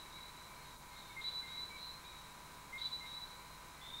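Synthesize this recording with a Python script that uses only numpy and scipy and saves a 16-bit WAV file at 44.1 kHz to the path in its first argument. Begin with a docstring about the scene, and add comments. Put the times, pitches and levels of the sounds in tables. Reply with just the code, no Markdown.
"""Tree frogs in a tropical forest

Each call is a short low note, then a longer high whistle that slides up and levels off.
One frog sits near; others answer from further off, smeared by echoes from trunks and leaves,
over a faint far chorus. A small tape camera adds motor whine, hum and hiss. Mono."""
import sys
import numpy as np
from scipy import signal
from scipy.fft import rfft, irfft
from scipy.io import wavfile

SR = 44100
rng = np.random.default_rng(int(sys.argv[2]) if len(sys.argv) > 2 else 0)


def to_wav(sig):
    """Store sig (one row per channel, or 1-D mono) as 16-bit WAV at the path in sys.argv[1].

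    Samples outside -1..1 are clipped; the rate is SR.
    """
    pcm = np.clip(np.atleast_2d(sig), -1, 1) * 32767
    pcm = np.round(pcm).astype(np.int16)
    wavfile.write(sys.argv[1], SR, pcm.T)  # frames by channels


N = 176400
ATTACK_S, RELEASE_S = .007, .014
JITTER_HZ, JITTER_RATE_HZ = 18.8, 270
LOW_T60_S, HIGH_T60_S = .45, .81  # tree tail of low and high notes


def from_db(db):
    """Decibels to gain."""
    return 10 ** (np.asarray(db) / 20)


def rms_one(x):
    """Scale to unit rms."""
    return x / np.sqrt(np.mean(x ** 2) + 1e-20)


def drift(rate_hz, size):
    """Smooth random wander, rms about 1."""
    hz = np.arange(N // 2 + 1) * SR / N
    return rms_one(irfft(rfft(rng.standard_normal(N)) / (1 + (hz / rate_hz) ** 2), N))[:size]


def add(out, x, start_s):
    """Mix x into out at start_s."""
    i = int(start_s * SR)
    x, i = x[max(-i, 0):], max(i, 0)
    out[i:i + len(x)] += x[:max(len(out) - i, 0)]


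def tone(hz):
    """Unit-rms sine along a pitch curve."""
    return np.sqrt(2) * np.sin(2 * np.pi * np.cumsum(hz) / SR)


def gate(t, length_s):
    """Linear attack, hold, release."""
    return np.clip(t / ATTACK_S, 0, 1) * np.clip((length_s + RELEASE_S - t) / RELEASE_S, 0, 1)


def noise_bands(rows):
    """Noise through steep resonances."""
    hz = np.arange(N // 2 + 1) * SR / N
    out = np.zeros(N)
    for centre_hz, width_hz, db in rows:
        response = (1 + ((hz - centre_hz) / (.75 * width_hz)) ** 2) ** -1.5
        out += from_db(db) * rms_one(irfft(rfft(rng.standard_normal(N)) * response, N))
    return out


def hiss():
    """Steady camera hiss, falling toward the treble."""
    # noise spectrum: f/Hz, density/(dB per Hz)
    spectrum = [(20, -85), (50, -90.5), (130, -88), (250, -92), (500, -94), (1100, -96), (1800, -99.5),
                (2800, -100.5), (4800, -102), (7500, -101.5), (10000, -104), (13000, -107), (15500, -108.5)]
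    points_hz, db = np.transpose(spectrum)
    hz = np.maximum(np.arange(N // 2 + 1) * SR / N, 1)
    colour = from_db(np.interp(np.log(hz), np.log(points_hz), db)) * np.sqrt(SR / 2)
    return irfft(rfft(rng.standard_normal(N)) * colour, N)


def camera(waver_hz=1.28, flutter=.23, drum_hz=25, scan_hz=15625):
    """Wavering motor whine, hum of the spinning head drum, casing whirr, thin line-scan tone."""
    # motor partials: f/Hz, level/dB
    partials = [(605, -82.5), (678.3, -79), (812, -81), (829, -72.5), (885.5, -76), (903.5, -73),
                (941, -80), (978.8, -63.5), (1016, -73), (1035.5, -68.5), (1052.5, -71), (1109, -77),
                (1149, -76), (1184.7, -72), (1269, -78), (1277, -74.5), (1566.4, -75)]
    # drum harmonics: multiple, level/dB
    harmonics = [(1, -74.5), (2, -68.5), (3, -74), (6, -71.5), (7, -79.5), (8, -77), (48, -77), (52, -76),
                 (56, -74), (60, -74.5), (64, -87), (72, -77), (76, -77.5)]
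    # casing resonances: f/Hz, width/Hz, level/dB
    casing = [(1052, 300, -71.5), (1310, 67, -78.5), (1580, 160, -70.5)]
    t = np.arange(N) / SR
    whine, hum = np.zeros((2, N))
    for hz, db in partials:
        gain = from_db(db) * (1 + flutter * drift(22, N))
        whine += gain * tone(hz + waver_hz * drift(4.33, N))
    for multiple, db in harmonics:
        hum += from_db(db) * np.sqrt(2) * np.sin(2 * np.pi * (multiple * drum_hz * t + rng.random()))
    scan = from_db(-86) * tone(np.full(N, scan_hz))
    return whine + hum + noise_bands(casing) + scan


def far_chorus():
    """Distant frogs, blurred into noise bands."""
    # chorus bands: f/Hz, width/Hz, level/dB
    bands = [(2227, 410, -67), (3845, 170, -68.5), (4110, 106, -70.5)]
    return noise_bands(bands)


def mid_dip(bed, at_s=.784, width_s=.033, depth=.61, centre_hz=2060, width_oct=1.2):
    """The mid range dips once, briefly."""
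    hz = np.maximum(np.arange(N // 2 + 1) * SR / N, 1)
    t = np.arange(N) / SR
    mids = irfft(rfft(bed) * np.exp(-(np.log2(hz / centre_hz) / width_oct) ** 2), N)
    return bed - depth * np.exp(-((t - at_s) / width_s) ** 2) * mids


def forest(x, echo_share, t60_s, thicket_t60_s=.53, thicket_db=16, first_echo_s=.017):
    """Direct sound plus thicket scatter and a tail from the trees; echo_share is by energy."""
    t = np.arange(SR) / SR
    trees = from_db(-60 * t / t60_s)
    thicket = from_db(thicket_db - 60 * t / thicket_t60_s)
    onset = np.clip(t / first_echo_s - 1, 0, 1)
    out = signal.fftconvolve(x, (trees + thicket) * onset * rng.standard_normal(SR))
    share = np.clip(echo_share, .01, .99)
    out *= np.sqrt(share * np.sum(x ** 2) / np.sum(out ** 2))
    add(out, np.sqrt(1 - share) * x, 0)
    return out


def low_note(length_s, hz):
    """Short, nearly pure hoot; the pitch sags and recovers."""
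    t = np.arange(int((length_s + RELEASE_S) * SR)) / SR
    progress = np.minimum(t / length_s, 1)
    bend_hz = 80 * (progress - .45) ** 2
    return gate(t, length_s) * tone(hz + bend_hz + JITTER_HZ * drift(JITTER_RATE_HZ, len(t)))


def high_note(t, top_hz, glide_s, rise_hz=231.3, rasp_s=.014, rasp_hz=400):
    """Trembling whistle; starts raspy and clears as it slides up to top_hz."""
    hz = top_hz - rise_hz * np.exp(-t / glide_s) + JITTER_HZ * drift(JITTER_RATE_HZ, len(t))
    rasp = .075 + .98 * np.exp(-t / rasp_s)
    lowpass = signal.butter(3, rasp_hz, fs=SR, output="sos")
    rough = signal.sosfilt(lowpass, rng.standard_normal((2, SR)))[:, :len(t)]
    sidebands = rms_one(rough[0]) + 1j * rms_one(rough[1])
    wave = np.exp(2j * np.pi * np.cumsum(hz) / SR) * (np.sqrt(2) + rasp * sidebands)
    return wave.imag / np.sqrt(1 + rasp ** 2)


def spit(top_hz, note_db, relative_db=-12, rise_s=.018, grit_hz=360, below_hz=88.6):
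    """Rough burst that opens a high note and hangs in the trees."""
    t = np.arange(SR // 8) / SR
    lowpass = signal.butter(2, grit_hz, fs=SR, output="sos")
    grit = rms_one(signal.sosfilt(lowpass, rng.standard_normal(len(t))))
    envelope = from_db(note_db + relative_db) * t / rise_s * np.exp(1 - t / rise_s)
    burst = envelope * grit * tone(np.full(len(t), top_hz - below_hz))
    return forest(burst, echo_share=.79, t60_s=HIGH_T60_S)


def other_frogs():
    """Answers from deeper in the forest; each high note swells, then fades."""
    # low notes: t/s, length/s, f/Hz, level/dB, echo share
    low_notes = [(0.059, 0.046, 2270, -62, .7), (.175, 0.024, 2140, -62.5, 0.3),
                 (0.489, 0.055, 2310, -63.5, 0.5), (.6, 0.048, 2130, -67, 0.2),
                 (.91, 0.063, 2130, -63, 0.4), (1.101, 0.021, 2205, -56, 0.5),
                 (1.424, 0.063, 2100, -53, 0.3), (1.57, 0.032, 2096, -60, 0.06),
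                 (1.7, 0.063, 2280, -55, 0.1), (1.754, 0.038, 2210, -60, 0),
                 (2.038, 0.025, 2380, -60.5, 0.4), (3.004, 0.062, 2106, -54.5, 0.15),
                 (3.395, 0.059, 2320, -66.5, 0.1), (3.766, 0.048, 2020, -61.5, .6)]
    # high notes: t/s, length/s, top f/Hz, glide/s, level/dB, echo share
    high_notes = [(-.12, 0.093, 3935, 0.021, -47, 0.35), (0.113, 0.1, 3950, 0.032, -51.5, 0.33),
                  (0.21, 0.084, 4013, 0.025, -54, .6), (0.309, 0.17, 4050, 0.055, -60, 0.5),
                  (.5, 0.13, 4230, 0.0296, -62.5, 0.9), (0.628, 0.11, 3877, 0.029, -59, .5),
                  (0.881, .2, 4246, .02, -63, 0.5), (0.926, .19, 3720, 0.057, -60, 0.7),
                  (0.949, 0.08, 3930, 0.0218, -55.5, .4), (1.471, 0.25, 4003, 0.075, -44.5, 0.28),
                  (1.772, 0.1, 3980, 0.023, -47, 0.6), (1.774, 0.12, 4146, 0.0192, -50, 0.5),
                  (2.036, 0.075, 3902, 0.0173, -51.5, 0.46), (2.106, 0.13, 3914, .02, -57.5, 0.6),
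                  (3.054, 0.22, 3980, 0.068, -45.5, 0.34), (3.25, 0.051, 4210, .02, -58, 0.6),
                  (3.45, 0.16, 4120, 0.021, -63, 0), (3.807, 0.2, 3645, 0.039, -46, 0.66),
                  (3.943, 0.14, 3910, 0.029, -52.5, 0.1)]
    out = np.zeros(N)
    for start_s, length_s, hz, db, echo_share in low_notes:
        add(out, forest(from_db(db) * low_note(length_s, hz), echo_share, LOW_T60_S), start_s)
    for start_s, length_s, top_hz, glide_s, db, echo_share in high_notes:
        t = np.arange(int((length_s + RELEASE_S) * SR)) / SR
        swell_db = np.interp(t / length_s, [0, .57, 1], [-9, 0, -14])
        note = from_db(db + swell_db) * gate(t, length_s) * high_note(t, top_hz, glide_s)
        add(out, forest(note, echo_share, HIGH_T60_S), start_s)
        add(out, spit(top_hz, db), start_s)
    return out


def near_frog(top_hz=3968, low_echo_db=-14.5, high_echo_db=-10, trunk_s=.056, trunk_db=-10.5):
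    """Two clear two-note calls; the low note bounces off a trunk."""
    # low notes: t/s, length/s, f/Hz, level/dB
    low_notes = [(1.163, 0.043, 2119, -46.5), (2.725, 0.048, 2106, -46.5)]
    # high-note envelopes, one list per note: t/s, level/dB
    high_envelopes = [
        [(1.21, -49), (1.222, -50), (1.234, -62), (1.244, -43), (1.286, -39), (1.3, -49), (1.4, -41),
         (1.424, -62), (1.438, -55), (1.458, -75), (1.47, -82)],
        [(2.775, -50.5), (2.807, -58.5), (2.819, -38), (2.831, -47), (2.859, -37), (2.887, -49), (2.915, -48),
         (2.933, -37), (2.963, -42.5), (2.987, -63), (2.997, -43.5), (3.045, -59)],
    ]
    out = np.zeros(N)
    for start_s, length_s, hz, db in low_notes:
        note = forest(from_db(db) * low_note(length_s, hz), from_db(low_echo_db) ** 2, LOW_T60_S)
        add(out, note, start_s)
        add(out, from_db(trunk_db) * note, start_s + trunk_s)
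    for points in high_envelopes:
        times_s, db = np.transpose(points)
        start_s, length_s = times_s[0], times_s[-1] - times_s[0]
        t = np.arange(int((length_s + RELEASE_S) * SR)) / SR
        envelope = from_db(np.interp(t + start_s, times_s, db)) * gate(t, length_s)
        note = envelope * high_note(t, top_hz, glide_s=.021)
        add(out, forest(note, from_db(high_echo_db) ** 2, HIGH_T60_S), start_s)
        add(out, spit(top_hz, db.max()), start_s)
    return out


def scene():
    """Frogs over the background, same on both channels."""
    frogs = near_frog() + other_frogs()
    bed = mid_dip(hiss() + far_chorus() + camera())
    return np.tile(frogs + bed, (2, 1))


def record(dry):
    """Steep treble cut."""
    cutoff_hz = 15750
    return signal.sosfilt(signal.ellip(12, .1, 70, cutoff_hz, fs=SR, output="sos"), dry)


dry = scene()
out = record(dry)
to_wav(out)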